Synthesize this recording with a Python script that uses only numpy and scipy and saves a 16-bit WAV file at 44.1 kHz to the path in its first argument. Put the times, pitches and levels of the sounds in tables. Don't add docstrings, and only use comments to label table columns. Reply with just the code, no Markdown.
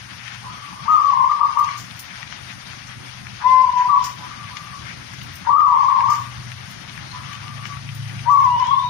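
import sys
import numpy as np
from scipy import signal
from scipy.fft import rfft, irfft, dct, next_fast_len
from scipy.io import wavfile
from scipy.ndimage import uniform_filter1d, minimum_filter1d

SR = 44100
rng = np.random.default_rng(int(sys.argv[2]) if len(sys.argv) > 2 else 0)


def generate_wav(signal):
    frames = np.transpose(np.atleast_2d(signal))
    scaled = np.clip(frames, -1, 1) * 32767
    pcm = np.round(scaled).astype(np.int16)
    wavfile.write(sys.argv[1], SR, pcm)


def gain_from_db(level_db):
    decades = np.asarray(level_db, float) / 20
    return 10 ** decades


N = 392049
T = np.arange(N) / SR


def unit_rms(x):
    return x / np.sqrt(np.mean(x ** 2) + 1e-20)


def in_time(rows):
    s, *columns = np.transpose(rows)
    return [np.interp(T, s, c) for c in columns]


def at_hz(points, hz):
    f, v = np.transpose(points)
    return np.interp(np.log(hz + 1), np.log(f), v)


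def drift(rate_hz):
    pole = np.exp(-80 * np.pi * rate_hz / SR)
    noise = rng.standard_normal(N // 40 + 2002)
    slow = unit_rms(signal.lfilter([1], [1, -2 * pole, pole * pole], noise)[2000:])
    return np.interp(np.arange(N) / 40, np.arange(len(slow)), slow)


def phase(hz):
    return 2 * np.pi * np.cumsum(hz) / SR


def bump(at_s, half_s):
    return np.exp(-((T - at_s) / half_s) ** 2)


def band(x, low_hz, high_hz):
    sos = signal.butter(2, [low_hz, min(high_hz, .45 * SR)], "band", fs=SR, output="sos")
    return signal.sosfilt(sos, x)


def lowpass(x, cut_hz):
    return signal.sosfilt(signal.butter(4, cut_hz, fs=SR, output="sos"), x)


def left_right(left_db, right_db):
    return gain_from_db([[left_db], [right_db]])


LEFT_LAG_S = 0.000996


def sides(x, lean_db):
    late = np.interp(T - LEFT_LAG_S, T, x)
    return np.array([late * gain_from_db(lean_db / 2), x * gain_from_db(-lean_db / 2)])


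# freq_hz, left_over_right_db
BALANCE = [(60, 5.5), (110, 2), (200, 4), (380, 1.5), (700, 7.5), (1290, 4.5), (2380, 16), (4400, 16),
           (8120, 9), (15000, -47.5)]
# freq_hz, share common to both sides
COHERENCE = [(60, 0.99), (160, 0.88), (300, 1), (600, 0.58), (1200, 0.062), (4000, 0.017)]


def street_noise(spectrum, patchy_db):
    size = next_fast_len(N, True)
    hz = np.arange(size // 2 + 1) * SR / size
    shared, left, right = rfft(rng.standard_normal((3, size)))
    alike = np.clip(at_hz(COHERENCE, hz), 0, 1)
    lean = gain_from_db(at_hz(BALANCE, hz) / 2)
    low_hz, high_hz = spectrum[0][0], spectrum[-1][0]
    colour = gain_from_db(at_hz(spectrum, hz)) * (hz > low_hz) * (hz < high_hz)
    late = np.exp(-2j * np.pi * hz * LEFT_LAG_S)
    common = np.sqrt(alike) * shared * [late, late ** 0]
    separate = np.sqrt(1 - alike) * np.array([left, right])
    pair = colour * (common + separate) * [lean, 1 / lean]
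    out, together = 0, drift(8)
    place = 1.5 * np.log2(hz + 1)
    for k in range(int(1.5 * np.log2(low_hz)), int(1.5 * np.log2(high_hz)) + 2):
        patch = irfft(pair * np.sqrt(np.clip(1 - np.abs(place - k), 0, 1)), size)[:, :N]
        out = out + patch * gain_from_db(patchy_db * (0.32 * together + drift(18)))
    return out / np.std(out.mean(axis=0))


# freq_hz, density_db
RUMBLE = [(13, -49.5), (22, -50), (43, -19), (102, -3), (129, -3.5), (159, -4), (425, -24), (481, -29.5),
          (600, -24), (780, -28.5), (1320, -120)]
# freq_hz, density_db
HISS = [(260, -24.5), (450, -9), (798, 0), (932, 0), (966, 3), (1520, 5), (2310, 0), (3420, -4.5),
        (3950, -6), (6290, -5.5), (7350, -18.5), (7800, -99.5), (10100, -53.5), (17200, -120)]
# freq_hz, density_db
AIR = [(4790, -45), (8150, 0), (8820, 9.5), (9310, 5), (11300, -5), (12900, -27), (14500, -32),
       (15300, -36), (15600, -23)]
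# centre_s, lift_db, half_length_s
RUSTLES = [(0.28, 4, 0.099), (1.718, 5.5, 0.055), (1.955, -0.5, .05), (2.083, 4.5, 0.096),
           (2.516, 5.5, 0.027), (2.91, 5, 0.047), (3.809, 6.5, 0.038), (4.06, 1.5, .03), (4.907, 7, 0.034),
           (6.134, 7, 0.059), (7.0, 2, 0.069), (8.532, -5.5, 0.032), (8.624, 5, 0.052)]


def street(calling):
    rumble_db = -45.5 + .5 * T - 2 * calling
    hiss_db = -42 + 0.94 * drift(7.4) - 0.5 * calling
    air_db = -58.5 - np.array([[2.0], [4.0]]) * calling
    rustle = gain_from_db(sum(db * bump(s, half_s) for s, db, half_s in RUSTLES)) - 1
    hiss = street_noise(HISS, patchy_db=1.6)
    hiss = hiss + rustle * (.45 * hiss + 0.7 * band(hiss, 1200, 3300))
    rumble = gain_from_db(rumble_db) * street_noise(RUMBLE, patchy_db=3.5)
    return rumble + gain_from_db(hiss_db) * hiss + gain_from_db(air_db) * street_noise(AIR, patchy_db=2.0)


# time_s, level_db
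HUM = [
    (0, -47.5),
    (.5, -42.5),
    (.75, -63),
    (1.75, -49.5),
    (1.95, -51),
    (3.1, -44.5),
    (3.7, -57.5),
    (4.15, -46.5),
    (4.6, -51),
    (5.0, -49.5),
]
# time_s, firing_hz, load_db
ENGINE = [
    (5.7, 24.86, -50.5),
    (6.2, 23.94, -35.5),
    (6.6, 25.26, -42.5),
    (6.85, 25.55, -53),
    (7.15, 26.78, -43),
    (8.1, 27.68, -31.5),
    (8.67, 28.21, -40),
    (8.73, 29.67, -43),
    (8.89, 28.45, -36.5),
]


def engine_and_hum():
    pipe_hz, pipe_width_hz = 124, 8.6
    rate_hz, load_db = in_time(ENGINE)
    turn = phase(rate_hz)
    running = np.clip((T - ENGINE[0][0]) / 0.6, 0, 1)
    low = 0
    for order in range(4, 6):
        order_db = load_db - ((order * rate_hz - pipe_hz) / pipe_width_hz) ** 2
        low = low + running * gain_from_db(order_db) * np.sin(order * turn)
    hum_db, = in_time(HUM)
    low = low + (1 - running) * gain_from_db(hum_db) * np.sin(phase(121.7 + 1.5 * drift(2.5)))
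    return sides(np.sqrt(2) * low * gain_from_db(1.5 * drift(3)), 3.3)


# time_s, pitch_hz, level_db
WHINE = [
    (8.5, 2800, -52),
    (8.54, 2880, -42),
    (8.62, 2970, -44),
    (8.66, 3190, -40),
    (8.76, 3470, -41),
    (8.82, 3680, -42),
    (8.89, 3800, -41),
]


def gear_whine():
    hz, db = in_time(WHINE)
    rough = 0.94 + .5 * drift(120)
    whine = gain_from_db(db + 1.0) * (T > WHINE[0][0]) * rough * np.sin(phase(hz + 32 * drift(50)))
    haze = band(rng.standard_normal(N), 100, 560)
    whine += gain_from_db(db + 8.5) * (T > 8.66) * haze * np.sin(phase(hz))
    whine += gain_from_db(-44) * bump(7.1, 0.044) * drift(180) * np.sin(2 * np.pi * 4220 * T)
    return sides(whine, 12)


# start_s, peak_db, pitch_hz
KNOCKS = [(0.279, -27, 2220), (0.3455, -32, 2390), (1.318, -26, 1710), (1.5716, -24.5, 1420),
          (1.6882, -27, 1610), (2.2286, -26, 1760), (2.2754, -36, 2750), (2.3243, -25.5, 1600),
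          (2.732, -30, 1640), (3.171, -42.5, 2210), (3.268, -29, 1720), (3.4224, -29.5, 1400),
          (4.0394, -36.5, 3200), (4.5686, -23.5, 2150), (4.5702, -34.5, 4020), (4.8286, -38.5, 1850),
          (5.1347, -32, 1520), (5.215, -34.5, 2350), (5.6047, -28.5, 1680), (6.0051, -23.5, 1750),
          (6.5174, -29.5, 2110), (6.621, -52, 1450), (6.895, -33, 2400), (6.976, -29, 1480),
          (7.331, -26.5, 1960), (7.352, -30, 2580), (7.654, -24, 1910), (7.48, -32, 2420),
          (7.77, -30, 1285), (7.889, -27.5, 2170), (8.192, -30, 2280), (8.598, -34, 3900),
          (8.669, -35.5, 4900), (1.645, -36, 4480), (1.714, -37.5, 3900), (1.91, -34.5, 2700)]


def knocks():
    rattle_t60_s, crack_t60_s, crack_db, snap = 0.033, 0.0053, -15.5, 14
    out, noise, t = np.zeros(N), rng.standard_normal(N), T[:SR // 8]
    for start_s, peak_db, hz in KNOCKS:
        at = round(start_s * SR)
        part = t[:N - at]
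        burst = noise[at:at + len(part)] * gain_from_db(-60 * part / rattle_t60_s)
        burst[0] += snap
        body = band(burst, .75 * hz, 1.5 * hz)
        crack = band(burst * gain_from_db(crack_db - 60 * part / crack_t60_s), 2500, 6500)
        out[at:at + len(part)] += gain_from_db(peak_db + 3) * (body + crack)
    return sides(lowpass(out, 7000), 15.0)


# start_s, peak_db, lower_band_db, t60_s
SWISHES = [(0.343, -41.5, 13.5, 0.022), (0.918, -47.5, 15, 0.07), (1.588, -28, -5, 0.17),
           (1.7754, -32.5, 4, 0.31), (1.963, -40, 1, 0.14), (1.992, -24, -8.5, 0.16), (2.479, -45, 8, .05),
           (6.69, -39, 1, 0.063), (6.95, -46, -2, .05), (8.086, -39, -1, .05), (5.333, -36.5, -3, 0.11),
           (2.868, -53, 18, 0.16), (3.171, -61, 24.5, 0.013), (3.773, -42.5, 8.5, 0.051),
           (4.038, -27.5, 5, 0.29), (4.568, -44, 3, 0.026), (5.136, -36, 7.5, 0.046),
           (5.23, -29.5, -13, 0.048), (5.353, -29.5, -3.5, 0.12), (5.764, -51, 7, 0.015),
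           (6.098, -31, 4.5, 0.49), (6.7078, -30, -3.5, 0.056), (7.327, -35, 1, 0.062),
           (7.6612, -40.5, 6, 0.11), (7.9458, -29.5, -6, 0.13), (8.312, -32.5, 0, 0.47),
           (8.4403, -35.5, 0.5, 0.08), (8.594, -41, -2, .03)]


def swishes():
    noise, t = rng.standard_normal((2, N)), T[:SR // 4]
    bright = 0.71 * band(noise, 8600, 14000) + 1.2 * band(noise, 13300, 16500)
    dull = band(noise, 4800, 7200)
    high, low = np.zeros(N), np.zeros(N)
    for start_s, peak_db, lower_db, t60_s in SWISHES:
        at = round(start_s * SR)
        part = t[:N - at]
        stroke = gain_from_db(peak_db - 60 * part / max(t60_s, .01)) * np.clip(part / 0.0029, 0, 1)
        high[at:at + len(part)] += stroke
        low[at:at + len(part)] += stroke * gain_from_db(lower_db)
    return 0.74 * bright * high + dull * low * left_right(4.0, -6.0)


def coo(notes):
    out = np.zeros(N)
    wobble, flutter = drift(40), drift(65)
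    for start_s, scoop_s, length_s, top_hz, end_hz, level_db in notes:
        at = round(start_s * SR)
        t = T[:min(round(length_s * SR), N - at)]
        span = slice(at, at + len(t))
        depth = .3 * min(scoop_s / .018, 1)
        climb = depth * (1 - np.sin(np.clip(t / scoop_s, 0, 1) * np.pi / 2))
        arch = .07 * min(length_s / .2, 1) ** 2 * np.exp(-t / .025)
        hz = (top_hz + (end_hz - top_hz) * (t / length_s) ** 1.486) * (1 - climb - arch)
        turn = phase(hz * (1 + .008 * min(0.065 / length_s, 1) * wobble[span]))
        slow_rise_s = .6 * length_s * (end_hz > top_hz + 50)
        rise_s = max(scoop_s, .012, .14 * length_s, slow_rise_s)
        swell = np.clip(t / rise_s, 0, 1) ** .9 * np.clip((length_s - t) / .012, 0, 1)
        shake_db = 1.8 * min(.07 / length_s, 1) * flutter[span]
        resonance = gain_from_db(-30) / (1 + ((2 * hz - 2070) / 110) ** 2) * min(length_s / .15, 1)
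        octave = gain_from_db(-30) * (hz < 1120) + resonance
        tone = np.sin(turn) + octave * np.sin(2 * turn)
        out[span] += gain_from_db(level_db + 9.5 + shake_db) * swell * tone
    return signal.sosfilt(signal.butter(4, 700, "high", fs=SR, output="sos"), out)


# after_start_s, length_s, top_hz, end_hz, level_db
FAR_NOTES = [
    (-.005, 0.064, 1005, 998, -36.5),
    (0.035, .13, 1270, 1223, -44.5),
    (.17, 0.1, 1214, 1127, -43),
    (.29, .05, 998, 1002, -40),
    (.32, 0.13, 1211, 1174, -45),
]
# start_s, length_s, top_hz, end_hz, level_db
FAR_ENDINGS = [
    (.79, .08, 1185, 1180, -41),
    (.66, .09, 1000, 990, -46),
    (.72, .07, 1120, 1100, -46),
    (4.25, .12, 1200, 1180, -45),
    (4.625, .065, 1215, 1170, -47),
    (4.7, .055, 1170, 1110, -46),
    (4.77, .06, 1185, 1170, -51),
    (7.56, .075, 1215, 1170, -45),
    (7.675, .065, 1170, 1110, -45),
]
# start_s, level_db
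FAR_PHRASES = [
    (0.43, -2.5),
    (4.19, -3),
    (7.106, -3.5),
]


def far_dove():
    scoop_s = 0.021
    notes = [(s, scoop_s, *shape) for s, *shape in FAR_ENDINGS]
    for start_s, phrase_db in FAR_PHRASES:
        notes += [(start_s + s, scoop_s, *shape, db + phrase_db) for s, *shape, db in FAR_NOTES]
    return coo(notes) * gain_from_db(-drift(25)) * (.7 + .7 * drift(90))


# start_s, length_s, top_hz, end_hz, level_db
LEVEL_NOTES = [(1.028, 0.095, 1179, 1082, -24), (1.49, 0.036, 1192, 1210, -33.5),
               (1.735, 0.034, 1195, 1180, -41.5), (3.434, 0.195, 1031, 1019, -15),
               (3.629, .03, 1018, 1008, -22), (3.719, 0.039, 995, 990, -27), (3.888, .075, 1188, 1059, -19),
               (3.91, .06, 979, 970, -21.5), (4.053, 0.027, 1102, 1160, -40.5),
               (0.85, 0.036, 894, 914, -31), (8.67, 0.036, 959, 1008, -26), (3.669, 0.038, 971, 1005, -21),
               (3.749, 0.081, 986.6, 997, -22), (3.839, 0.043, 976, 1005, -22.5),
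               (3.955, 0.073, 1006, 1006, -27.5), (5.553, 0.066, 1226, 1208, -14),
               (5.605, 0.062, 1209, 1129, -17), (5.657, 0.097, 1008, 966, -23),
               (8.395, 0.047, 1120, 1056, -19), (8.449, 0.044, 1023, 960, -18.5),
               (8.497, 0.078, 993, 953, -20.5), (8.597, 0.04, 1025, 987, -19), (8.639, .022, 992, 955, -21),
               (8.564, 0.039, 959, 955, -27.5), (8.773, 0.11, 1025, 968, -28.5)]
# start_s, length_s, top_hz, level_db, undertone_db
LEAPS = [
    (0.96, 0.039, 1243, -15.5, -36),
    (5.489, 0.081, 1195, -20, -26.5),
    (5.69, 0.031, 1205, -17, -26.5),
    (8.288, 0.1, 1174, -17.5, -21.5),
    (8.701, 0.069, 1123, -20, -26),
]
# start_s, length_s, top_hz, level_db
SWOOPS = [
    (0.874, 0.11, 1262, -17),
    (1.283, 0.051, 1195, -22.5),
    (1.396, 0.051, 1196, -19.5),
    (1.561, 0.065, 1195, -20.5),
    (6.073, 0.065, 1195, -22),
]
# start_s, end_s, top_hz, level_db
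TRILLS = [
    (1.118, 1.265, 1090, -21),
    (5.717, 6.05, 1123, -19),
]
# start_s, level_db
LEAD_INS = [
    (.87, -27.5),
    (1.381, -27),
    (1.545, -26.5),
    (6.061, -29.5),
    (5.462, -19),
    (8.255, -18.5),
]


def song():
    level_scoop_s, pulse_s = .0045, 0.03

    def sagging(rows, scoop_s, sag_hz_per_s):
        return [(s, scoop_s, length_s, hz, hz - sag_hz_per_s * length_s, db) for s, length_s, hz, db in rows]

    def undertone(s, db):
        return (s + .022, level_scoop_s, .055, 968.7, 935.8, db)

    pulses = []
    uneven = rng.standard_normal((len(TRILLS), 12, 2))
    for (start_s, end_s, hz, db), chance in zip(TRILLS, uneven):
        for s, (late, high) in zip(np.arange(start_s, end_s, .038), chance):
            pulses.append((s + .002 * late, pulse_s, hz + 13 * high, db))
    afterbeats = [(s + length_s, 0.075, 1195, db - 14) for s, length_s, _, db in SWOOPS]
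    notes = [(s, level_scoop_s, *shape) for s, *shape in LEVEL_NOTES]
    notes += [(s, level_scoop_s, .05, 925, 1005, db) for s, db in LEAD_INS]
    notes += sagging([row[:-1] for row in LEAPS], 0.015, 1100)
    notes += sagging(SWOOPS, 0.018, 290)
    notes += sagging(pulses + afterbeats, .019, 1700)
    notes += [undertone(s, db - 8) for s, _, _, db in pulses[::2]]
    notes += [undertone(s, db) for s, *_, db in LEAPS]
    notes += [undertone(s, db - 12) for s, _, _, db in SWOOPS]
    return notes


# start_s, end_s
ROLLED = [
    (1.0, 1.8),
    (5.45, 6.3),
]


def near_dove():
    beat = np.sin(phase(53 + 6 * drift(15)))
    rolled = sum((T > start_s) & (T < end_s) for start_s, end_s in ROLLED)
    return coo(song()) * (1 + .5 * beat * rolled)


# centre_s, level_db
PUFFS = [
    (0.866, -38),
    (3.425, -31),
    (5.468, -33.5),
    (8.264, -36),
]


def puffs():
    swell = sum(gain_from_db(db) * bump(s, 0.021) for s, db in PUFFS)
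    breath = band(band(rng.standard_normal((2, N)), 762, 1750), 762, 1750)
    return swell * unit_rms(breath) * left_right(3.0, -3.0)


# freq_hz, left_db, right_db, t60_s
PORCH_MODES = [(898, -5.5, -15, .3), (835, -11.5, -5, .3), (862, 0, -12, 0.11), (996, -24.5, -12, 0.15),
               (970, -4.5, -4.5, 0.11), (1057.6, 3, -0.5, .3), (1133, 4, -14.5, 0.24),
               (1081.5, -10.5, 2, 0.39), (1109, -2.5, -15.5, 0.6), (1137, -12.5, -7, 1),
               (1330, -31.5, -28, 0.3), (1160, -7.5, -34.5, 0.59), (1262, -13.5, -10.5, 0.12),
               (1138.4, -6, -16, .3)]


def porch(x):
    t = T[:SR // 2]
    tail = rng.standard_normal((2, len(t))) * gain_from_db(-60 * t / 0.4) * np.clip(t / 0.0075, 0, 1)
    reply = tail / np.sqrt(np.sum(tail ** 2, axis=1, keepdims=True)) * left_right(-1.5, -7)
    starts = rng.uniform(0, 2 * np.pi, (len(PORCH_MODES), 2, 1))
    for (hz, left_db, right_db, t60_s), start in zip(PORCH_MODES, starts):
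        ring = gain_from_db(-60 * t / min(t60_s, .26)) * np.sin(2 * np.pi * hz * t + start)
        reply = reply + left_right(left_db - 54, right_db - 54) * ring
    return signal.fftconvolve(x[None], reply, axes=1)[:, :N]


def scene():
    near, far, taps = near_dove(), far_dove(), knocks()
    dulled = lowpass(near, 1600) + .2 * near
    echo = porch(dulled + far + gain_from_db(-10) * taps[0])
    doves = near * left_right(0, -15) + echo + gain_from_db(-8.5) * far
    calling = np.clip(uniform_filter1d(np.abs(near), size=SR // 8) / 0.11, 0, 1)
    return doves + street(calling) + engine_and_hum() + gear_whine() + taps + swishes() + puffs()


def limit(x):
    gain = minimum_filter1d(np.minimum(1, .7 / (np.abs(x).max(axis=0) + 1e-9)), size=600)
    return x * uniform_filter1d(gain, size=400)


# freq_hz, step_over_local_level_db
COARSENESS = [(350, -4), (560, 3), (750, -14), (1200, -13), (1600, -1), (2500, 3), (3500, 6), (6000, 7),
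              (7500, 9), (9000, 3), (15000, 6)]
# freq_hz, step_db
LEAST_STEP = [(2500, -62), (4000, -48), (6500, -47), (7500, -42), (8150, -40), (8400, -60), (9400, -54),
              (11500, -58), (12800, -54), (14300, -55), (15500, -50)]


def round_spectrum(x):
    size, half = 1024, 512
    count = N // size + 3
    padded = np.pad(x, ((0, 0), (size, count * size - N))).reshape(2, -1, size)
    window = np.sin(np.pi * (np.arange(2 * size) + .5) / (2 * size))
    frames = np.concatenate([padded[:, :-1], padded[:, 1:]], axis=2) * window
    a, b, c, d = np.split(frames, 4, axis=2)
    bins = dct(np.concatenate([-c[..., ::-1] - d, a - b[..., ::-1]], axis=2), type=4, norm="ortho")
    level = np.sqrt(np.abs(uniform_filter1d(bins ** 2, size=24, axis=2)) + 1e-14)
    uneven = np.repeat(rng.standard_normal((2, count, size // 16)), 16, axis=2)
    hz = np.arange(size) * SR / (2 * size)
    loud_db = 10 * np.log10(np.mean(bins ** 2, axis=(0, 2))[:, None] + 1e-12) + 38
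    starved = (hz > 9150) * (hz < 10800)
    least = gain_from_db(at_hz(LEAST_STEP, hz) + .75 * loud_db * starved)
    relative = gain_from_db(at_hz(COARSENESS, hz) + 0.12 * loud_db * (hz > 1500))
    step = np.maximum(level * relative, least) * gain_from_db(2.6 * uneven)
    back = dct(step * np.round(bins / step), type=4, norm="ortho")
    first, second = back[..., :half], back[..., half:]
    laps = np.concatenate([second, -second[..., ::-1], -first[..., ::-1], -first], axis=2) * window
    return (laps[:, 1:, :size] + laps[:, :-1, size:]).reshape(2, -1)[:, :N]


def round_keeping_attacks(x):
    sudden_db = -49
    treble = signal.butter(2, 7000, "high", fs=SR, output="sos")
    high = signal.sosfiltfilt(treble, x)
    lift = np.maximum(1, np.sqrt(np.abs(uniform_filter1d(high ** 2, size=130))) / gain_from_db(sudden_db))
    rounded = round_spectrum(x - high + high / lift)
    return rounded + (lift - 1) * signal.sosfiltfilt(treble, rounded)


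def top_cut(x):
    return signal.sosfilt(signal.butter(12, 16000, fs=SR, output="sos"), x)


def record(dry):
    top = signal.cheby2(10, 40, 16000, fs=SR, output="sos")
    gap = signal.butter(2, [7700, 8200], "bandstop", fs=SR, output="sos")
    mix = signal.sosfilt(gap, signal.sosfilt(top, dry))
    mix = round_keeping_attacks(limit(mix))
    return top_cut(mix)


dry = scene()
out = record(dry)
generate_wav(out)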